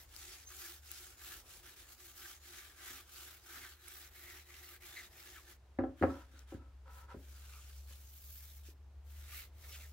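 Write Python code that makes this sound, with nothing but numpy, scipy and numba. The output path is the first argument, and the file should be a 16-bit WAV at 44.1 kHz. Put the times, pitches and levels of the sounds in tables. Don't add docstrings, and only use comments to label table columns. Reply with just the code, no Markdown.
import sys
import numpy as np
from scipy import signal
from scipy.fft import rfft, irfft
from scipy.io import wavfile
from scipy.ndimage import uniform_filter1d
from numba import njit

SR = 44100
rng = np.random.default_rng(int(sys.argv[2]) if len(sys.argv) > 2 else 0)


def generate_wav(signal):
    frames = np.transpose(np.atleast_2d(signal))
    scaled = np.clip(frames, -1, 1) * 32767
    pcm = np.round(scaled).astype(np.int16)
    wavfile.write(sys.argv[1], SR, pcm)


N = 437472
T = np.arange(N) / SR

# pitch in Hz, relative level in dB, seconds to fade by 60 dB.
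TRAY_NOTES = [(70.5, -7.5, 0.27), (104, -10, 0.19), (150, -25, 0.088), (264, -1, 0.2), (322, 2, 0.12),
              (441, -8.5, 0.096), (509, -8.5, 0.096), (546, -1, 0.097), (770, -6.5, 0.079),
              (997, -21.5, 0.069), (1185, -16, 0.13), (1340, -10, 0.11), (1551, -30, .1), (1718, -12, 0.11),
              (1957, -30, .08), (2165, -34, .08)]


def undb(db):
    return 10 ** (np.asarray(db) / 20)


def level(x, db):
    return x * undb(db) / np.sqrt(np.mean(x ** 2))


def curves(table):
    times, *columns = np.transpose(table)
    return [np.interp(T, times, column) for column in columns]


def over_pitch(table):
    hz, value = np.transpose(table)
    return np.interp(np.log(np.arange(N // 2 + 1) * SR / N + 1), np.log(hz), value)


def wander(rate):
    hold = int(SR / rate)
    steps = np.repeat(rng.standard_normal(N // hold + 1), hold)
    return 1.387 * uniform_filter1d(uniform_filter1d(steps, hold), hold)[:N]


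def stereo_noise(grain_db=0):
    # frequency in Hz, how alike left and right are from 0 to 1.
    likeness = [(60, .95), (600, .8), (1400, .55), (3100, .33), (6800, .2), (15000, .15)]
    alike = np.clip(over_pitch(likeness), 0, 1)
    mid, side = rfft(rng.standard_normal((2, N)) * undb(grain_db * rng.exponential(size=N)))
    return irfft(np.sqrt(1 + alike) * mid + np.sqrt(1 - alike) * side * np.array([[1], [-1]]), N)


def colour(x, table):
    return level(irfft(rfft(x) * undb(over_pitch(table)), N), 0)


@njit
def bandpass(x, hz, width):
    out, band_state, low_state = np.empty(len(x)), 0., 0.
    for i in range(len(x)):
        tune, damping = np.tan(np.pi * hz[i] / SR), width / hz[i]
        band = (band_state + tune * (x[i] - low_state)) / (1 + tune * (tune + damping))
        band_state = 2 * band - band_state
        low_state += 2 * tune * band
        out[i] = damping * band
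    return out


def band_each(x, hz, width):
    return np.array([bandpass(channel, hz + np.zeros(N), float(width)) for channel in x])


def resonate(x, peaks):
    return sum(undb(db) / np.sqrt(width) * band_each(x, hz, width) for hz, width, db in peaks)


def swells(start, length, db, fastest, sharpness, turn_s=0.023):
    power = np.zeros(N)
    moves = np.broadcast(start, length, db, np.clip(fastest, .05, .95), sharpness)
    for at, span, peak_db, peak_share, sharp in moves:
        part = slice(max(int(at * SR), 0), int((at + span) * SR))
        angle = np.interp(T[part], [at, at + peak_share * span, at + span], [0, np.pi / 2, np.pi])
        power[part] += (undb(peak_db) * np.abs(np.sin(angle)) ** sharp) ** 2
    return np.sqrt(np.abs(uniform_filter1d(power, int(turn_s * SR))))


def rag_wipes(lift_s=5.57, rest_db=-90, pressed_db=-76):
    # start in seconds, length in seconds, swish in dB, fastest point from 0 to 1,
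    # sharpness (low is an even pace), hiss boost in dB, rasp boost in dB, rasp pitch in Hz.
    wipes = [(-.150, 0.21, -56.5, 0.4, 1, 5, -4.5, 1800), (0.084, 0.39, -55.5, 0.46, 1.12, -4, -5, 1800),
             (0.459, 0.34, -54.5, 0.56, 0.88, 5, -3, 1500), (0.822, 0.34, -56, 0.42, 0.83, -1, -5.5, 1500),
             (1.16, 0.27, -56, 0.62, 0.83, 3, -1, 1400), (1.437, 0.19, -58.5, 0.56, 1.2, -3, -7, 1480),
             (1.627, 0.13, -61.5, 0.35, 0.64, 2, -1, 1520), (1.76, 0.1, -59, 0.23, 0.68, 0, -4.5, 1550),
             (1.865, 0.086, -61, 0.64, 0.75, 1.5, -1.5, 1550), (1.961, 0.18, -60, 0.6, 0.89, 3, -4, 1550),
             (2.134, 0.25, -57, 0.55, 0.62, 2.5, -0.5, 1550), (2.409, 0.35, -58.5, 0.34, 0.9, 0, -1, 1570),
             (2.74, 0.31, -55, 0.55, 1.12, 1.5, 0.5, 1600), (3.041, 0.39, -57.5, 0.44, 1.5, 2.5, -3, 1400),
             (3.407, 0.37, -58, 0.43, 1.16, 3, 2.5, 1650), (3.789, 0.31, -59.5, 0.61, 0.87, 5, -1.5, 1700),
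             (4.106, 0.33, -61, 0.68, 0.72, 4, 3, 1900), (4.464, 0.31, -63, 0.79, 0.34, 4, 1.5, 2000),
             (4.812, 0.27, -59, 0.31, 0.43, 2, 1, 1950), (5.11, 0.35, -62.5, 0.47, 0.86, 4, 0.5, 1900),
             (5.447, 0.1, -64, 0.64, 1.2, 0, 0.5, 1700), (5.965, 0.33, -70.5, 0.23, 0.66, 0.5, 7.5, 1600),
             (6.276, 0.18, -71.5, 0.6, 1.2, -2, 3.5, 1550), (6.471, .13, -69.5, 0.2, 1.3, -4, 4.5, 1500),
             (6.868, 0.2, -68, 0.56, 1.6, 3.5, 1, 1700), (7.074, 1, -63.5, 0.46, 1.35, -0.5, -2, 1400),
             (7.870, 0.22, -63.5, 0.18, 0.74, 3.5, -7, 1500),
             (8.007, 0.63, -63, 0.59, 0.56, 9.5, -10, 1650), (8.611, 0.13, -65.5, 0.54, 1.5, 3, -4, 1650),
             (9.047, 0.45, -65.5, 0.47, 0.68, 4.5, -1, 1830), (9.216, .27, -56, 0.59, 1.74, 6, 3, 2090),
             (9.507, 0.46, -59.5, 0.57, 1.9, 4, -1, 2280)]
    # frequency in Hz, relative level in dB.
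    swish_tone = [(1290, -47), (2200, -5.5), (5600, 1.5), (7140, 2), (9840, -2.5), (10500, 2.5),
                  (13600, -17)]
    hiss_tone = [(8500, -49), (9800, -31), (11300, 6.5), (13800, 3.5), (15200, 6)]
    start, length, db, fastest, sharpness, *grip = np.transpose(wipes)
    lying_flat = 1 / (1 + np.exp(np.clip((T - lift_s) / 0.0051, -50, 50)))
    strokes = swells(start, length, db, fastest, sharpness)
    swish_db = 20 * np.log10(strokes + undb(rest_db) + lying_flat * undb(pressed_db))
    hiss_db, rasp_db, rasp_hz = curves(np.transpose([start + fastest * length, *grip]))
    catch_db = .3 * wander(22) + 1.3 * wander(300)
    fibres = fibre_slips()
    swish = colour(fibres, swish_tone)
    hiss = colour(stereo_noise(grain_db=2), hiss_tone) * undb(hiss_db + wander(18))
    rasp = wood_rasp(fibres, rasp_hz, rasp_db, lying_flat)
    pocket = air_pocket(swish_db + rasp_db) * lying_flat
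    return (swish + hiss + rasp) * undb(swish_db + catch_db) + pocket


def fibre_slips(patchy_db=3):
    fibres = stereo_noise(grain_db=1.3)
    for patch_hz in 1200 * 2 ** (np.arange(11) / 4):
        hz = patch_hz * (1 + .05 * wander(10))
        fibres = fibres + (undb(patchy_db * wander(40)) - 1) * band_each(fibres, hz, patch_hz / 16)
    return fibres


def wood_rasp(fibres, hz, boost_db, lying_flat):
    hz = hz * (1 + .035 * wander(18))
    narrow = level(band_each(fibres, hz, 400) + 0.24 * band_each(fibres, 2 * hz, 230), -9.5)
    # frequency in Hz, relative level in dB.
    rasp_tone = [(800, -43), (1200, 3.5), (2400, -3), (4000, -5.5), (8000, -59)]
    broad = level(colour(fibres, rasp_tone), -7)
    ring = sum(resonate(fibres, [(note_hz, 9.4, 0)]) * undb(3 * wander(14))
               for note_hz, *_ in TRAY_NOTES if note_hz > 1100)
    rasp = narrow * undb(0.47 * boost_db) + broad + level(ring, -15.5) * lying_flat
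    return rasp * undb(boost_db + .6 * wander(22) + 1.2 * wander(70))


def air_pocket(rub_db):
    # pitch in Hz, width in Hz, relative level in dB.
    pocket_notes = [(355.3, 19, 7), (266, 8.5, -12), (754, 104, 3)]
    return level(resonate(stereo_noise(), pocket_notes), -11) * undb(rub_db)


def low_hum():
    # time in seconds, pitch in Hz, level in dB.
    hum_course = [(0, 73.1, -66), (1.1, 73.4, -66.5), (1.7, 73.3, -70.5), (3.5, 72, -68), (4, 72.36, -65.5),
                  (5.3, 73.76, -68.5), (5.6, 64.8, -59.5), (6.2, 66.8, -57), (8, 69.1, -56),
                  (9.92, 73.5, -55)]
    hz, db = curves(hum_course)
    waver_db = 2 * wander(7)
    tone = np.sin(2 * np.pi * np.cumsum(hz * (1 + .006 * wander(6))) / SR)
    rumble = resonate(rng.standard_normal((1, N)), [(64, 36, 39), (51.4, 12, 2.6)])
    rumble = resonate(rumble, [(62, 40, 0)])[0]
    return level(tone, 0) * undb(db + waver_db) + level(rumble, -70.5) * undb(db - db.mean())


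def workshop_air(db=-67):
    # frequency in Hz, relative level in dB.
    air_tone = [(20, -21), (49, 3), (100, -7.5), (165, -23.5), (300, -17.5), (880, -20.5), (1500, -26),
                (5900, -35.5), (15700, -47)]
    return colour(stereo_noise(), air_tone) * undb(db + 1.5 * wander(3))


def thread_ticks():
    # time in seconds, strength in dB, pitch in Hz, left minus right in dB.
    ticks = [(0.164, -43, 4900, 20), (0.9156, -35, 11600, 16), (3.883, -45.5, 10500, -21),
             (6.3925, -46.5, 6000, 12)]
    out, t = np.zeros((2, N)), T[:300]
    for start, db, hz, pan_db in ticks:
        snap = np.diff(rng.standard_normal(len(t)), prepend=0)
        burst = (np.sin(2 * np.pi * hz * t) + .7 * snap) * np.exp(-t / .0006)
        i = int(start * SR)
        out[:, i:i + len(t)] += undb([[db + pan_db / 2], [db - pan_db / 2]]) * burst
    return out


def cloth_squeaks():
    # start and end in seconds, first and last pitch in Hz, width in Hz, strength in dB.
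    squeaks = [(.45, .53, 6250, 6450, 80, -57), (.495, .55, 1300, 1500, 500, -61),
               (2.88, 2.93, 2000, 1700, 1500, -57), (3.612, 3.69, 2300, 1250, 900, -54),
               (4.28, 4.36, 2000, 1850, 300, -61), (4.95, 5.03, 2150, 1850, 350, -50),
               (5.33, 5.41, 1900, 950, 200, -59), (7.52, 7.62, 1300, 1200, 200, -64),
               (9.714, 9.775, 3300, 2600, 2200, -53), (9.6, 9.92, 650, 600, 500, -70),
               (9.8, 9.875, 2400, 1600, 350, -62)]
    out, slips = 0, rng.standard_normal(N)
    for start, end, first_hz, last_hz, width, db in squeaks:
        progress = np.clip((T - start) / (end - start), 0, 1)
        hz = first_hz + (last_hz - first_hz) * progress
        swell = np.sin(np.pi * progress ** .8)
        for multiple, gain in ((1., 0.92), (2., undb(-8))):
            band = bandpass(slips, multiple * hz, multiple * width)
            band = bandpass(band, multiple * hz, 2 * multiple * width)
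            out = out + gain * level(band, db) * swell
    return out


def tray_knocks(spot_boost_db=6.5, spot_octaves=0.15, crack_hz=1460, crack_fade_s=0.085):
    # time in seconds, strength in dB, contact time in milliseconds,
    # pitch in Hz that the struck spot favours, share of the ring time left from 0 to 1.
    knocks = [(2.899, -49.5, 3.8, 154, 0.89), (3.568, -52.5, 3.3, 158, 0.7),
              (5.787, -29.5, 0.47, 280, 0.67), (5.807, -36, 0.73, 297, 1), (5.837, -33.5, 0.61, 723, 0.65),
              (6.011, -28.5, 1.8, 406, 0.9), (6.025, -19, 0.44, 760, 0.13), (6.035, -22, 0.63, 588, 0.62),
              (6.06, -37, 1.4, 288, 0.9), (6.335, -64.5, 1.3, 268, 1), (6.521, -47.5, 0.67, 347, 1),
              (6.544, -29.5, 2.55, 105, 0.2), (6.571, -57, 1.53, 104, 0.3), (7.144, -36, 1.35, 435, 0.19),
              (7.166, -33, 1.9, 200, 0.06), (7.908, -53.5, 0.094, 1350, 0), (8.685, -54, 1.5, 337, 0.2)]
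    out, t = np.zeros((2, N)), T[:SR // 2]
    hz, db, ring_s = np.transpose(TRAY_NOTES)[:, :, None]
    sign = (-1) ** np.arange(len(hz))[:, None]
    sign[2] = -1
    chance = rng.standard_normal((len(knocks), 2, len(hz), 1))
    crack = level(resonate(stereo_noise(), [(crack_hz, 1500, 0)]), -7)
    offset = np.array([.25, -.25])[:, None, None] * np.minimum(hz / 916, 2) ** 2 * sign
    for (start, blow_db, contact_ms, spot_hz, share), (scatter_db, detune) in zip(knocks, chance):
        spot_db = spot_boost_db * np.exp(-(np.log2(hz / spot_hz) / spot_octaves) ** 2)
        fade = undb(-60 * t / (ring_s * np.clip(share, .1, 1)))
        notes = sign * np.sin(2 * np.pi * hz * (1 + 0.003 * detune) * t + offset)
        ring = np.sum(undb(db + spot_db + scatter_db) * fade * notes, axis=1)
        i = int(start * SR)
        ring += crack[:, i:i + len(t)] * undb(-60 * t / crack_fade_s)
        push = np.sin(np.pi * np.clip(t[:400] * 1000 / contact_ms, 0, 1))
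        out[:, i:i + len(t)] += undb(blow_db) * signal.lfilter(push / push.sum(), 1, ring)
    return out


def wall_echo(x, fade_s=0.28, db=-13.5, cutoff_hz=1740):
    t = T[:SR]
    tail = signal.lfilter(*signal.butter(1, cutoff_hz, fs=SR), stereo_noise()[:, :SR])
    tail *= undb(-60 * t / fade_s) * (t > .004)
    tail /= np.sqrt(np.sum(tail[0] ** 2))
    return undb(db) * signal.fftconvolve(x[None], tail, axes=1)[:, :N]


def tray_slides():
    # start in seconds, length in seconds, level in dB, fastest point from 0 to 1.
    slides = [(6.053, 0.23, -55.5, 0), (6.458, 0.31, -69.5, 0.4), (6.85, 0.31, -61.5, 0.09),
              (7.073, 0.1, -53, 0.49)]
    # pitch in Hz, width in Hz, relative level in dB.
    edge_notes = [(538, 19, -3.5), (799, 10, -8), (978, 81, 1), (1308, 56, 3)]
    slip_db = 1.8 * wander(60)
    scrape = level(resonate(stereo_noise(grain_db=3.4), edge_notes), 0)
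    return scrape * undb(slip_db) * swells(*np.transpose(slides), sharpness=1.2)


def scene():
    lean_left = undb([[.5], [-.5]])
    knocks = tray_knocks()
    air = workshop_air()
    bench = rag_wipes() + tray_slides() + thread_ticks() + cloth_squeaks() + knocks * lean_left
    bench[1] = np.roll(bench[1], 2)
    return bench + air + wall_echo(knocks[0]) + low_hum() * lean_left


def record(dry):
    bottom_hz, top_hz = 39.4, 15780
    thin = signal.sosfilt(signal.butter(3, bottom_hz, "high", fs=SR, output="sos"), dry)
    return signal.sosfilt(signal.ellip(12, .2, 80, top_hz, fs=SR, output="sos"), thin)


dry = scene()
out = record(dry)
generate_wav(out)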